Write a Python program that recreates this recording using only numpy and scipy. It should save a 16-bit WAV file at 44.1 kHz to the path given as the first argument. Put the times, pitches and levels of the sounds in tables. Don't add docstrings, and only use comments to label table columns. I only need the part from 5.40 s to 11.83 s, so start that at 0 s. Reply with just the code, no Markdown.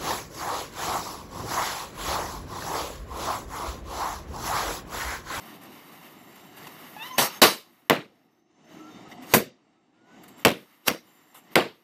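import sys
import numpy as np
from scipy import signal
from scipy.fft import rfft, irfft
from scipy.io import wavfile
from scipy.ndimage import uniform_filter1d, minimum_filter1d, map_coordinates

SR = 44100
rng = np.random.default_rng(int(sys.argv[2]) if len(sys.argv) > 2 else 0)


def to_linear_factor(level_db):
    exponent = np.asarray(level_db, float) / 20
    return 10 ** exponent


def int16_out(signal):
    q = np.round(np.clip(np.atleast_2d(signal).T, -1, 1) * 32767)
    wavfile.write(sys.argv[1], SR, q.astype(np.int16))


N = 283690

# (time [s], crack [dB], boom [dB], charge size [1 = middling], thud [dB])
BURSTS = [
    (1.783, -29.5, -13.5, 0.83, -29),
    (2.018, -12.5, -0.5, 0.67, -31),
    (2.498, -14.5, -8, 0.96, -31),
    (3.938, -9, -9.5, 1.07, -12.5),
    (5.050, -4.5, -7.5, 0.92, -15.5),
    (5.482, -14.5, -19.5, 1.02, -28.5),
    (6.156, -11.5, -6, 0.92, -23.5),
]
# (delay [s], level [dB])
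WALL_ECHOES = [(.0045, -7), (.0085, 3.5), (0.0199, -3.5), (0.0321, -4), (0.0409, -11.5), (.054, -13.5),
               (.065, -15)]
# (frequency [Hz], level [dB per Hz])
FIZZ_COLOUR = [(300, -25), (500, -4), (900, -2), (2000, -5), (3000, -7.5), (4500, -14), (6500, -17),
               (9000, -27.5), (13000, -54), (22000, -120)]
# (frequency [Hz], level [dB per Hz])
HISS_COLOUR = [(1500, -91), (4400, -46.5), (7500, -11), (10000, -7.5), (12700, 1), (14600, -1.5),
               (15400, -12), (15700, -57), (16000, -120)]


def unit(x):
    return x / np.sqrt(np.mean(x ** 2) + 1e-20)


def along(points, hz):
    f, v = np.transpose(points)
    return np.interp(np.log(hz + 1), np.log(f + 1), v)


def curves(rows, outside=None):
    s, *columns = np.transpose(rows)
    return [np.interp(np.arange(N) / SR, s, column, outside, outside) for column in columns]


def wobble(rate, size=N):
    knots = rng.standard_normal(int(size * rate / SR) + 4)
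    return map_coordinates(knots, [np.arange(size) * rate / SR])


def patches(shape, wide, long):
    field = uniform_filter1d(rng.standard_normal(shape), size=wide, axis=0)
    return unit(uniform_filter1d(field, size=long, axis=1))


def noise(spectrum, patchy_db, size=N, tilt_db=0, wide=5, long=10):
    # comb spacing [Hz], first crest [Hz], level [dB], fades above [Hz]
    ground = (885, 230, -9.5, 15000)
    z = signal.stft(rng.standard_normal(size + 512), nperseg=512)[2]
    white = signal.istft(z * to_linear_factor(patchy_db * patches(z.shape, wide, long)), nperseg=512)[1][:size]
    hz = np.fft.rfftfreq(size, 1 / SR)
    spacing, crest, db, top = ground
    comb = 1 + to_linear_factor(db) / (1 + (hz / top) ** 4) * np.exp(-2j * np.pi * (hz - crest) / spacing)
    colour = to_linear_factor(along(spectrum, hz) + tilt_db * np.log2(hz / 1000 + .05))
    return unit(irfft(rfft(white) * comb * colour, size))


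def causal(spectrum, size_factor, size=4096):
    hz = np.fft.rfftfreq(size, 1 / SR)
    cepstrum = irfft(np.log(to_linear_factor(along(spectrum, hz * size_factor)) + 1e-6))
    cepstrum[1:size // 2] *= 2
    cepstrum[size // 2 + 1:] = 0
    pulse = irfft(np.exp(rfft(cepstrum)))
    pulse = pulse / np.abs(pulse).max()
    return np.pad(pulse, (round(.0022 * SR), SR // 2))[:SR // 2]


def yard(length):
    # (frequency [Hz], t60 [s])
    decay = [(60, 0.076), (130, 0.3), (250, 0.25), (450, 0.28), (800, 0.17), (2500, 0.27), (5000, 0.32),
             (9000, 0.18), (15000, 0.055)]
    wall_s, clumps_db = 0.0098, 3
    hz, t, z = signal.stft(rng.standard_normal(SR // 2), SR, nperseg=256)
    z = z * to_linear_factor(clumps_db * patches(z.shape, wide=5, long=4))
    dying = to_linear_factor(-60 * t / length / along(decay, hz)[:, None])
    tail = signal.istft((hz < 15400)[:, None] * z * dying, SR, nperseg=256)[1][:SR // 2]
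    t = np.arange(len(tail)) / SR
    tail = tail * to_linear_factor(0.59 * np.cos(2 * np.pi * t / wall_s)) * (1 - np.exp(-t / .004))
    tail /= np.linalg.norm(tail)
    for delay, db in WALL_ECHOES:
        late = (t - delay - rng.normal(0, .0003)) / .00022
        tail += to_linear_factor(db - 29.5 + rng.normal(0, 1.5)) * np.exp(-late ** 2)
    return tail


def bangs():
    # (frequency [Hz], level [dB per Hz])
    crack_colour = [(180, -22), (300, -5), (2640, -6), (7590, -19), (9920, -22), (12800, -15.5),
                    (15100, -23.5), (16400, -39.5)]
    # (frequency [Hz], level [dB per Hz])
    boom_colour = [(15, -70.5), (60, -19.5), (130, -9), (330, -3), (550, -3), (1000, -8.5), (2200, -13),
                   (4000, -23.5), (6000, -41), (12000, -54.5), (22000, -120)]
    # (frequency [Hz], level [dB], t60 [s])
    hollow = [(235, -1.5, 0.055), (395, -1, 0.075), (492, -4, 0.075)]
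    slap_db, slap_loss_db_per_s = -15, 260
    out, t = np.zeros(N + SR), np.arange(SR // 2) / SR
    snap = causal(crack_colour, 1)
    split = np.clip(t / .001, 0, 1) * np.exp(-(t / .0038) ** 4)
    for s, crack_db, boom_db, charge, thud_db in BURSTS:
        crack = to_linear_factor(crack_db + 5.5) * split * noise(crack_colour, patchy_db=-0.43, size=len(t))
        slaps = sum(to_linear_factor(slap_db - slap_loss_db_per_s * delay) * np.roll(crack, round(delay * SR))
                    for delay, _ in WALL_ECHOES)
        boom = to_linear_factor(boom_db) * causal(boom_colour, charge)
        thud = sum(to_linear_factor(thud_db + db - 4.0 - 60 * t / t60) * np.sin(2 * np.pi * hz * t)
                   for hz, db, t60 in hollow)
        into_yard = to_linear_factor(9) * boom + to_linear_factor(crack_db + 3.0) * snap + thud
        echo = signal.fftconvolve(into_yard, yard(0.9))[:len(t)]
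        bang = crack + slaps + to_linear_factor(5.0) * boom + to_linear_factor(-3.5) * thud + echo
        out[round((s - .0008) * SR):][:len(t)] += bang
    return signal.sosfilt(signal.butter(2, 75, "high", fs=SR, output="sos"), out[:N])


def jets():
    # (frequency [Hz], level [dB per Hz])
    jet_colour = [(120, -37.5), (200, -12), (750, 2.5), (2200, -7.5), (4400, -6.5), (9000, -13),
                  (14000, -10), (15400, -17.5), (15700, -64), (16000, -120)]
    # (time [s], level [dB], fall [s], burns for [s], tilt [dB per octave])
    after = [
        (1.783, -18, 0.088, .09, 0.9),
        (2.018, -9, 0.037, .35, 1),
        (2.499, -27, .04, .3, -3.5),
        (3.940, -13, 0.021, 0.16, 4),
        (5.051, -38, 0.051, 0.23, 2.2),
        (5.481, -18.5, 0.0062, .12, 4.6),
        (5.49, -43, 0.042, 0.12, 4.5),
        (6.156, -25, 0.038, .3, -2.3),
    ]
    # (until [s], level [dB], swell [s], tilt [dB per octave])
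    leaks = [
        (1.783, -18.5, 0.0019, 1.15),
        (3.932, -35, .025, 0.2),
        (3.94, -13.5, 0.0015, -2),
        (5.481, -16, .0057, 0.6),
    ]
    out, lead = np.zeros(N + SR), SR // 8
    t = (np.arange(SR // 2) - lead) / SR
    answer = yard(0.97)
    rows = [(s, db, .0006, fall, burn, tilt_db) for s, db, fall, burn, tilt_db in after]
    rows += [(s, db, swell, .0015, 1, tilt_db) for s, db, swell, tilt_db in leaks]
    for s, db, rise, fall, burn, tilt_db in rows:
        swell = np.exp(np.minimum(t, 0) / rise - np.maximum(t, 0) / fall)
        swell = swell / (1 + np.exp((t - burn) / 0.009))
        jet = to_linear_factor(db) * swell * noise(jet_colour, patchy_db=-2.8, size=len(t), tilt_db=tilt_db)
        echo = to_linear_factor(-14.5) * signal.fftconvolve(jet, answer)[:len(t)]
        out[round(s * SR) - lead:][:len(t)] += jet + echo
    return out[:N]


def whistle(hz, partials, rough, flutter_db=5.0, flutter_hz=60):
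    size = len(hz)
    phase = 2 * np.pi * np.cumsum(hz * (1 + rough * wobble(150, size=size))) / SR
    return sum(np.sqrt(2) * to_linear_factor(db + flutter_db * wobble(flutter_hz, size=size)) * np.sin(k * phase)
               for k, db in partials)


def squeal():
    # (time [s], pitch [Hz], level [dB], pinch of the mouth [dB per overtone])
    venting = [(1.565, 840, -51.5, -2), (1.59, 857, -47, -0.5), (1.625, 903, -48.5, 6),
               (1.66, 1005, -42, 1), (1.70, 1006, -62, 4), (1.712, 1033, -40.5, -0.5),
               (1.735, 1000, -39, -8.5), (1.76, 1056, -46, -17.5), (1.782, 1054, -46, -7)]
    overtones = [1.5, -5.5, -4.5, -12.5, -31]
    multiples, steps = (1, 2, 3, 4, 6), (0, 1, 2, 3, 3)
    hz, _, pinch_db = curves(venting)
    level_db = curves(venting, -200)[1]
    partials = [(k, level_db + db + n * pinch_db) for k, n, db in zip(multiples, steps, overtones)]
    return whistle(hz, partials, rough=.005, flutter_db=3)


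def spits():
    # (time [s], peak [dB], treble [dB], length [s])
    puffs = [(0.234, -51, 4, 0.0052), (1.18, -48, -2, 0.0062), (1.227, -45, -20, 0.03),
             (1.268, -32, -12.5, 0.0076), (1.872, -21, -16, 0.0035), (3.713, -39, -30, 0.013),
             (3.821, -40.5, -13, 0.018), (4.835, -45.5, 0, 0.006), (4.879, -46.5, -1.5, 0.0085),
             (4.992, -50, -1, 0.0074), (5.944, -26.5, -5, 0.029)]
    out, t = np.zeros(N), np.arange(SR // 8) / SR
    for s, db, treble_db, length in puffs:
        hump = np.clip(t / .005, 0, 1) * np.exp(-(t / length / 2) ** 4)
        dull = noise(FIZZ_COLOUR, patchy_db=4.0, size=len(t))
        bright = noise(HISS_COLOUR, patchy_db=0, size=len(t), tilt_db=-10.0)
        puff = dull + to_linear_factor(treble_db + 3.0) * bright
        out[round((s - .002) * SR):][:len(t)] += to_linear_factor(db - 8.0) * hump * puff
    return out


def fire():
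    # (frequency [Hz], level [dB per Hz])
    roar_colour = [(15, -38.5), (25, -20), (27, -33), (43, -29), (161, -2), (308, 1), (517, -10.5),
                   (738, 1), (1200, -31.5), (1560, -33), (2640, -120)]
    # (time [s], strength [dB])
    flames = [(0, -51), (.6, -53.5), (.9, -53.5), (1.28, -50), (1.6, -52.5), (1.95, -52), (2.35, -52),
              (2.8, -50.5), (3.05, -52.5), (3.4, -49.5), (3.8, -48), (4.2, -50), (4.6, -50.5), (5.0, -52.5),
              (5.3, -53), (5.9, -49.5), (6.14, -37.5), (6.43, -55)]
    # (alight [s], spent [s], level [dB])
    burning = [(0, .16, -56.5), (0.217, 0.257, -56.5), (0.323, .5, -58.5), (.42, .45, -61.5),
               (0.522, 0.73, -57.5), (0.103, 1.2, -63), (.96, 1.01, -58), (1.171, 1.774, -55.5),
               (1.626, 1.683, -50), (1.775, 1.978, -50.5), (2.25, 2.5, -57), (2.6, 2.998, -67.5),
               (3.29, 3.532, -71), (3.25, 3.63, -77), (3.705, 3.725, -63), (3.824, 3.85, -67),
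               (3.87, 3.93, -59), (4.656, 4.8, -82), (4.842, 4.843, -62.5), (4.89, 4.908, -63),
               (4.983, 5.046, -62), (5.096, 5.495, -52.5), (5.55, 6.078, -53.5), (6.12, 6.15, -45),
               (6.246, 6.427, -59)]
    catch_db_per_s, die_db_per_s = 700.5, 329
    fizz_of_flame_db, fizz_of_fuse_db = -6.5, 5.5
    flame_db, = curves(flames)
    t = np.arange(N) / SR
    fuse_db = [db - catch_db_per_s * np.maximum(lit - t, 0) - die_db_per_s * np.maximum(t - spent, 0)
               for lit, spent, db in burning]
    fuses = to_linear_factor(np.max(fuse_db, axis=0))
    heads = np.hypot(to_linear_factor(flame_db + fizz_of_flame_db), to_linear_factor(fizz_of_fuse_db) * fuses)
    flicker = wobble(20)
    roar = to_linear_factor(flame_db + .4 * flicker + 1.2 * wobble(14)) * noise(roar_colour, patchy_db=.5)
    fizz = heads * to_linear_factor(1.0 * flicker + 0.53 * wobble(25)) * noise(FIZZ_COLOUR, patchy_db=1.0)
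    spurts = to_linear_factor(1.1 * flicker + 1.5 * wobble(45))
    hiss = fuses * spurts * noise(HISS_COLOUR, patchy_db=.9, wide=24, long=4)
    return roar + fizz + hiss


def glides(rows, rough, flutter_db, flutter_hz):
    out = np.zeros(N)
    for start, end, from_hz, to_hz, db in rows:
        t = np.arange(start, end, 1 / SR)
        fade = np.clip(np.minimum(t - start, end - t) / 0.021, 0, 1)
        hz = np.linspace(from_hz, to_hz, len(t))
        line = whistle(hz, [(0.99, db)], rough, flutter_db, flutter_hz)
        out[round(start * SR):][:len(t)] += fade * line
    return out


def far_fuses():
    # (from [s], to [s], from [Hz], to [Hz], level [dB])
    whines = [(1.14, 1.24, 1700, 1710, -60), (3.38, 3.52, 1310, 1400, -56), (3.54, 3.61, 1324, 1410, -60),
              (3.64, 3.7, 1310, 1265, -57), (3.34, 3.52, 322, 306.6, -50.5), (3.25, 3.36, 623, 660, -58),
              (3.49, 3.63, 3700, 3640, -65), (3.73, 3.84, 708, 733, -54), (3.73, 3.87, 232.5, 269, -51),
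              (4.32, 4.43, 1280, 1340, -63), (4.53, 4.78, 1393, 1543, -60.5),
              (4.66, 4.73, 1000, 1040, -58.5)]
    return glides(whines, rough=.004, flutter_db=2, flutter_hz=60)


def crickets():
    # (from [s], to [s], from [Hz], to [Hz], level [dB])
    songs = [(.75, 1.32, 7400, 7480, -72), (1.62, 1.99, 5420, 5450, -62.5), (1.71, 1.78, 6100, 6530, -55),
             (1.91, 2.0, 6460, 6500, -56), (2.6, 3.62, 5370, 5580, -75.5), (2.88, 3.6, 6160, 6400, -71),
             (3.08, 3.7, 7120, 7150, -76), (3.7, 3.9, 7740, 7640, -74.5), (4.22, 4.88, 7590, 7420, -78.5),
             (4.88, 5.04, 7800, 7340, -68), (4.65, 5.04, 6830, 6750, -79), (5.65, 6.1, 7300, 7460, -59.5)]
    return glides(songs, rough=.009, flutter_db=5, flutter_hz=300)


def far_air():
    # (frequency [Hz], level [dB per Hz])
    air_colour = [(15, -73.5), (25, -42), (266, -13.5), (332, -1), (446, -21), (585, -18), (4980, -44.5),
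                  (6380, -39), (9000, -61.5), (11700, -87.5), (19800, -120)]
    return to_linear_factor(-72.5) * noise(air_colour, patchy_db=-3.14)


def gain_control():
    duck_db, sink_db, hold_s, recover_s = 12.5, 6, .58, 0.26
    since = np.arange(N) / SR - np.array(BURSTS)[1:, :1]
    depth_db = duck_db + sink_db * np.clip(since / hold_s, 0, 1)
    recovery = np.clip(1 - (since - hold_s) / recover_s, 0, 1)
    drop_db = (since > 0) * depth_db * recovery
    return to_linear_factor(-uniform_filter1d(drop_db.max(axis=0), size=400))


def duck():
    t = np.arange(N) / SR
    return to_linear_factor(-11 * sum(np.exp(-((t - row[0]) / .013) ** 4) for row in BURSTS[1:]))


def scene():
    ducked = gain_control() * (fire() + far_fuses() + crickets() + spits())
    background = ducked + far_air()
    return (bangs() + jets() + squeal() + duck() * background)[None]


def band_limit(x):
    return signal.sosfilt(signal.butter(12, 16650, fs=SR, output="sos"), x)


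def record(dry):
    need = np.minimum(1, .9 / (np.abs(dry) + 1e-9))
    gain = uniform_filter1d(minimum_filter1d(need, size=90, axis=1), size=45, axis=1)
    return band_limit(dry * gain)


dry = scene()
out = record(dry)
int16_out(out)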